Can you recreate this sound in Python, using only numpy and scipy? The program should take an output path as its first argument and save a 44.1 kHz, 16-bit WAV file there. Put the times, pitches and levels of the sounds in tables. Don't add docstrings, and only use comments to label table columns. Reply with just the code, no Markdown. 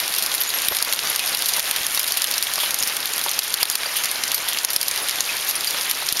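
import sys
import numpy as np
from scipy import signal
from scipy.fft import rfft, irfft, next_fast_len
from scipy.io import wavfile
from scipy.ndimage import uniform_filter1d, minimum_filter1d, map_coordinates

SR = 44100
rng = np.random.default_rng(int(sys.argv[2]) if len(sys.argv) > 2 else 0)


def decibels_to_gain(level_db):
    exponent = np.asarray(level_db, float) / 20
    return 10 ** exponent


def generate_wav(signal):
    frames = np.transpose(np.atleast_2d(signal))
    scaled = np.clip(frames, -1, 1) * 32767
    pcm = np.round(scaled).astype(np.int16)
    wavfile.write(sys.argv[1], SR, pcm)


N = 273420
SPAN_SAMPLES = 2048

# time in seconds, far hiss in dB, near patter in dB.
SHOWER = [
    (0.0, -33.5, -27.5),
    (1.19, -33, -22.5),
    (2.23, -34.5, -22.5),
    (2.47, -33.5, -26.5),
    (4.61, -34, -32),
    (6.2, -34, -23),
]
# frequency in Hz, density in dB per Hz.
LAWN_SPECTRUM = [(25, -21), (180, -13.5), (680, -3.5), (2000, 0.5), (4800, -2.5), (9000, -10),
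                 (16000, -11.5)]
# start in seconds, peak in dB.
STONE_TICKS = [(.079, -8), (.2367, -7), (.262, -4), (.341, -7), (.413, -6.5), (.4208, -9), (.6194, -6.5),
               (.6485, -8.5), (.6842, -1), (.7679, -5), (.8251, -1), (.945, -7), (1.1604, -4), (1.4225, -5),
               (1.7114, -3), (1.7624, -5.5), (1.866, -5.5), (2.121, -3), (2.5367, -6), (2.7433, -2.5),
               (3.6543, -5.5), (4.0446, -5), (4.114, -7.5), (4.5321, -7.5), (4.648, -1), (4.8296, -4),
               (5.0857, -6.5), (5.6453, -10), (5.7078, -6.5), (6.1252, -3.5)]
# start in seconds, peak in dB, tone in Hz.
TABLE_TICKS = [(.1236, -14, 3860), (0.139, -8, 4900), (0.9254, -4.5, 3400), (.9345, -4.5, 4180),
               (.961, -10, 3920), (1.193, -6, 3140), (1.348, -7, 3770), (1.3716, -8.5, 4970),
               (1.4912, -7, 4910), (1.5947, -6.5, 5430), (2.219, -5, 5030), (2.242, -3.5, 3700),
               (2.312, -6.5, 4730), (2.4255, -3, 5300), (2.7071, -7.5, 4400), (2.8258, -6.5, 4770),
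               (3.056, -7.5, 3840), (3.18, -10, 4430), (3.3903, -3.5, 4400), (3.5404, -3, 4560),
               (3.6297, 0.5, 4100), (3.6995, -4, 6600), (3.7542, -4, 4230), (4.317, -7.5, 4350),
               (4.762, -1, 4800), (4.813, -5, 5100), (4.8824, -4.5, 5000), (5.0944, -9, 4900),
               (5.9117, -4, 4180), (6.1949, -6, 4620)]
# start in seconds, peak in dB, tone in Hz.
WOOD_TICKS = [(0.3162, -9.5, 4760), (.38, -12, 3970), (0.5025, -9, 4310), (.7866, -7, 5230),
              (0.9908, -6, 3740), (1.536, -5.5, 5320), (1.9747, -5, 4020), (2.141, -15, 5900),
              (2.339, -6, 4770), (2.38, -5, 5100), (2.4695, -8.5, 3400), (2.834, -4.5, 5900),
              (3.136, -9.5, 6200), (3.284, -10, 3600), (3.2924, -9, 6520), (3.3343, -12, 5170),
              (3.8333, -11.5, 2340), (4.037, -7, 4670), (4.2367, -4, 4770), (4.5723, -12, 2670),
              (4.5861, -7, 5540), (4.912, -7, 6100), (5.1098, -8, 5250), (5.206, -3, 5910),
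              (5.5103, -10, 6640), (5.6719, -11, 5100), (5.8105, -10.5, 4960), (6.088, -5, 4930),
              (6.1702, -7, 5520)]
# start in seconds, peak in dB.
CRUMB_TICKS = [(.001, -10.5), (.184, -8), (.224, -8), (.3487, -9), (.404, -17), (.4906, -12.5),
               (.7484, -11), (1.26, -15), (1.4587, -7.5), (1.4863, -7.5), (1.5642, -9), (1.6844, -23),
               (1.9465, -9), (1.9943, -6), (2.077, -10), (2.171, -6), (2.435, -10), (2.7873, -9.5),
               (2.8736, -8), (3.2385, -10.5), (3.4333, -14), (3.7122, -6.5), (3.967, -10), (4.344, -5.5),
               (4.4858, -7), (4.7037, -10.5), (4.732, -10.5), (5.4962, -11), (5.897, -11)]
# start in seconds, peak in dB.
FAR_TABLE_TICKS = [(.149, -12), (0.163, -10), (0.4352, -9), (.5862, -12), (.8478, -7), (1.116, -18),
                   (1.2758, -11), (1.627, -11.5), (1.8155, -22), (2.0306, -11), (2.0422, -10),
                   (2.2709, -11), (2.5567, -8), (2.9673, -8), (3.0036, -12), (3.193, -12), (3.2134, -11),
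                   (3.314, -9), (3.4795, -14), (4.0564, -8), (4.279, -11.5), (4.379, -9.5), (4.9602, -10.5),
                   (4.9754, -12), (5.1573, -13), (5.35, -25), (5.368, -14), (5.428, -20), (5.5547, -10),
                   (5.608, -10)]
# start in seconds, peak in dB, mode in Hz, t60 in seconds.
PINGS = [(0.404, -15, 11700, .1), (.475, -19.5, 6860, 0.12), (0.542, -14, 11540, 0.12),
         (.703, -18, 11700, .15), (1.056, -20, 4650, .05), (1.097, -13, 11540, 0.044),
         (1.099, -13, 10100, 0.038), (1.195, -20, 2515, 0.14), (1.259, -14, 11400, .04),
         (1.333, -23, 3930, .13), (1.537, -17, 9550, .045), (1.849, -25, 6720, .09),
         (2.804, -11, 6740, .025), (3.729, -21, 4830, 0.089), (3.858, -16.5, 4710, 0.061),
         (3.994, -25, 6340, .12), (4.346, -16, 11800, .1), (4.476, -25, 11710, .08),
         (5.023, -21, 10770, .13), (5.291, -13.5, 2540, 0.04), (5.488, -9, 11710, .04),
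         (5.559, -15, 9700, .07), (5.673, -14.5, 4700, 0.09)]
# start in seconds, level in dB.
THUMPS = [
    (0.685, -27),
    (1.714, -34),
    (1.81, -28),
    (2.838, -30),
    (3.391, -31),
    (3.63, -29),
    (4.764, -26),
    (6.126, -24),
]
# start in seconds, peak in dB, tone in Hz.
KNOCKS = [(0.711, -14.5, 566), (0.72, -9.5, 1000), (0.874, -16, 990), (1.581, -15, 820),
          (1.974, -13.5, 1110), (2.58, -13.5, 910), (2.634, -12.5, 980), (3.262, -11.5, 800),
          (3.627, -13, 876), (3.86, -16.5, 1020), (5.745, -14.5, 1190), (6.022, -13, 1060)]
# start in seconds, level in dB, tone in Hz.
SLIDES = [
    (1.07, -28, 3660),
    (1.531, -11, 3720),
    (2.6, -5, 3430),
    (2.63, -7, 3000),
    (3.6, -8, 2800),
    (3.957, -7, 3060),
    (5.47, -15, 6500),
]
# frequency in Hz, gain in dB.
PORT_RESPONSE = [(6000, -4.5), (10000, 0), (11700, 2), (12600, -1.5), (15000, -13), (15800, -10.5)]

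# shatter share in dB, t60 in seconds.
STONE, TABLE, WOOD, CRUMBS = (-3, .007), (-4, .015), (-13, .018), (-2.2, .065)
STONE_HZ, CRUMB_HZ = 4700, 4400


def unit(x):
    return x / np.sqrt(np.mean(x ** 2, axis=-1, keepdims=True) + 1e-20)


def along(points, hz):
    f, v = np.transpose(points)
    return np.interp(np.log(hz + 1), np.log(f + 1), v)


def wobble(rate_hz):
    knots = rng.standard_normal(int(N * rate_hz / SR) + 4)
    return map_coordinates(knots, [np.arange(N) * rate_hz / SR])


def filtered(x, response):
    m = next_fast_len(N + 8192)
    return irfft(rfft(x, m) * response(np.fft.rfftfreq(m, 1 / SR)), m)[..., :N]


def band(hz, centre_hz, width_hz):
    damping = 1j * hz * width_hz
    return damping / (centre_hz ** 2 - hz ** 2 + damping + 1e-9)


def fade(t60_s, rise_s, size):
    t = np.arange(size) / SR
    return (1 - np.exp(-t / rise_s)) * decibels_to_gain(-60 * t / np.maximum(t60_s, .002)[:, None])


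def placed(times_s, rows):
    at = np.round(times_s * SR).astype(int)[:, None] + np.arange(rows.shape[1])
    return np.bincount(at.ravel(), rows.ravel(), N + SR)[:N]


def click(cycles):
    return np.sin(2 * np.pi * cycles) * cycles * np.exp(-cycles)


def impacts(tone_hz, shatter, t60_s, sharp, rise_s, size):
    hz = np.fft.rfftfreq(size, 1 / SR)
    noise = rfft(rng.standard_normal((len(t60_s), 2, size)))
    crack = fade(np.minimum(t60_s, .008), rise_s, size)
    shape = crack + decibels_to_gain(-8) * fade(t60_s, .003, size)
    strength = np.sqrt(np.mean(shape ** 2, axis=1, keepdims=True))
    body = band(hz, tone_hz[:, None], tone_hz[:, None] / sharp)
    surface = unit(shape * irfft(noise[:, 0] * body, size))
    ice = unit(shape * irfft(noise[:, 1] * band(hz, 11300, 12300) ** 2, size))
    share = np.clip(shatter, .02, .97)[:, None]
    return strength * (np.sqrt(1 - share ** 2) * surface + share * ice)


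def shower():
    s, hiss_db, patter_db = np.transpose(SHOWER)
    t = np.arange(N) / SR
    z = signal.stft(rng.standard_normal(N), nperseg=256)[2]
    field = uniform_filter1d(uniform_filter1d(rng.standard_normal(z.shape), 8, 0), 8, 1)
    patchy = signal.istft(z * decibels_to_gain(1.37 * field / field.std()), nperseg=256)[1][:N]
    hiss = unit(filtered(patchy, lambda hz: decibels_to_gain(along(LAWN_SPECTRUM, hz))))

    start, size, tone, shatter, decay = rng.random((int(900 * N / SR), 5)).T
    size_db = np.minimum(-4.5 * np.log(size + 1e-9), 14)
    t60_s = .003 + .012 * decay ** 3
    rows = impacts(2200 * 3.7 ** tone, 0.19 + 0.69 * shatter, t60_s, sharp=3.1, rise_s=0.000061, size=512)
    patter = unit(placed(start * N / SR, decibels_to_gain(size_db)[:, None] * rows))

    swell_db = .8 * wobble(16)
    hiss_gain = decibels_to_gain(np.interp(t, s, hiss_db) + 11.0 + swell_db)
    return hiss_gain * hiss + decibels_to_gain(np.interp(t, s, patter_db) - 2) * patter


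def spikes():
    draw = rng.random((int(220 * N / SR), 3))
    cycles = (3000 * 4 ** draw[:, 1:2]) * np.arange(128) / SR
    size = decibels_to_gain(np.minimum(-11 - 4 * np.log(draw[:, 2:] + 1e-9), 1.5))
    return placed(draw[:, 0] * N / SR, size * click(cycles))


def ticks():
    def on(rows, surface, tone_hz=None):
        s, db, *hz = np.transpose(rows)
        hz = hz[0] if hz else tone_hz * np.exp(.13 * rng.standard_normal(len(s)))
        return np.array([s, db, hz, surface[0] + 0 * s, surface[1] + 0 * s])

    s, db, hz, shatter_db, t60_s = np.hstack([
        on(STONE_TICKS, STONE, STONE_HZ), on(TABLE_TICKS, TABLE), on(WOOD_TICKS, WOOD),
        on(CRUMB_TICKS, CRUMBS, CRUMB_HZ), on(FAR_TABLE_TICKS, TABLE, STONE_HZ)])
    rows = impacts(hz, decibels_to_gain(shatter_db), t60_s, sharp=3, rise_s=.00035, size=SPAN_SAMPLES)
    return placed(s, decibels_to_gain(db + 4)[:, None] * rows)


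def snaps():
    near = TABLE_TICKS + WOOD_TICKS + CRUMB_TICKS + FAR_TABLE_TICKS
    s, db = np.transpose([row[:2] for row in near])
    cycles = STONE_HZ * np.exp(.3 * rng.standard_normal((len(s), 1))) * np.arange(128) / SR
    snap_db = -6
    return placed(s + .0004, decibels_to_gain(db + snap_db + 7)[:, None] * click(cycles))


def porch(x):
    size = SPAN_SAMPLES * 2
    tail = rng.standard_normal(size) * fade(np.array([.07]), 0.0025, size)[0]
    return signal.fftconvolve(x, tail / np.linalg.norm(tail))[:N]


def ringing(s, db, hz, t60_s, rise_s):
    size = 2 * SPAN_SAMPLES
    drift = np.cumsum(rng.standard_normal((len(s), size)), axis=1)
    phase = 2 * np.pi * hz[:, None] * np.arange(size) / SR + .03 * drift
    return placed(s, decibels_to_gain(db)[:, None] * np.sin(phase) * fade(t60_s, rise_s, size))


def pings():
    s, db, hz, t60_s = np.transpose(PINGS)
    port_db = 20 * np.log10(np.abs(port(hz)))
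    return ringing(s, db - 1 - port_db, hz, t60_s, rise_s=0.00063)


def thumps():
    s, db = np.transpose(THUMPS)
    u = np.arange(SPAN_SAMPLES) / SR / 0.0003
    return placed(s - .0005, decibels_to_gain(db + 4.5)[:, None] * u * np.exp(1 - u))


def knocks():
    s, db, hz = np.transpose(KNOCKS)
    rows = impacts(hz, 0 * hz, 30 / hz, sharp=1.6, rise_s=.001, size=SPAN_SAMPLES)
    return placed(s, decibels_to_gain(db + 4.5)[:, None] * rows)


def slides():
    s, db, hz = np.transpose(SLIDES)
    shatter, t60_s = 0.58 + 0 * s, 0.19 + 0 * s
    rows = impacts(hz, shatter, t60_s, sharp=3.8, rise_s=0.0037, size=2 * SPAN_SAMPLES)
    return placed(s, decibels_to_gain(db)[:, None] * rows)


def scene():
    near = ticks() + pings() + knocks() + slides()
    return (shower() + spikes() + thumps() + near + decibels_to_gain(-10) * porch(near) + snaps())[None]


def port(hz):
    notch = 1 - .97 * band(hz, centre_hz=7900, width_hz=1700)
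    return decibels_to_gain(along(PORT_RESPONSE, hz)) * notch


def ducked(x, top_db, slope, late_ms, release_s):
    over_db = np.maximum(20 * np.log10(np.abs(x) + 1e-9) - top_db, 0)
    held_db = -minimum_filter1d(-over_db, size=300, origin=149)
    late_samples = int(max(late_ms, 2.5) * SR / 1000)
    late_db = np.pad(held_db, (late_samples, 0))[:N]
    keep = np.exp(-1 / (release_s * SR))
    cut_db = signal.lfilter([1 - keep], [1, -keep], late_db)
    return x * decibels_to_gain(-slope * cut_db)


def low_pass(x):
    return signal.sosfilt(signal.butter(12, 16500, fs=SR, output="sos"), x)


def record(dry):
    x = ducked(filtered(dry[0], port), top_db=-6, slope=4.0, late_ms=4.7, release_s=0.019)
    x = x / (1 + np.abs(x / 1.25) ** 6) ** (1 / 6)
    mix = filtered(x, lambda hz: hz < 15770)[None]
    return low_pass(mix)


dry = scene()
out = record(dry)
generate_wav(out)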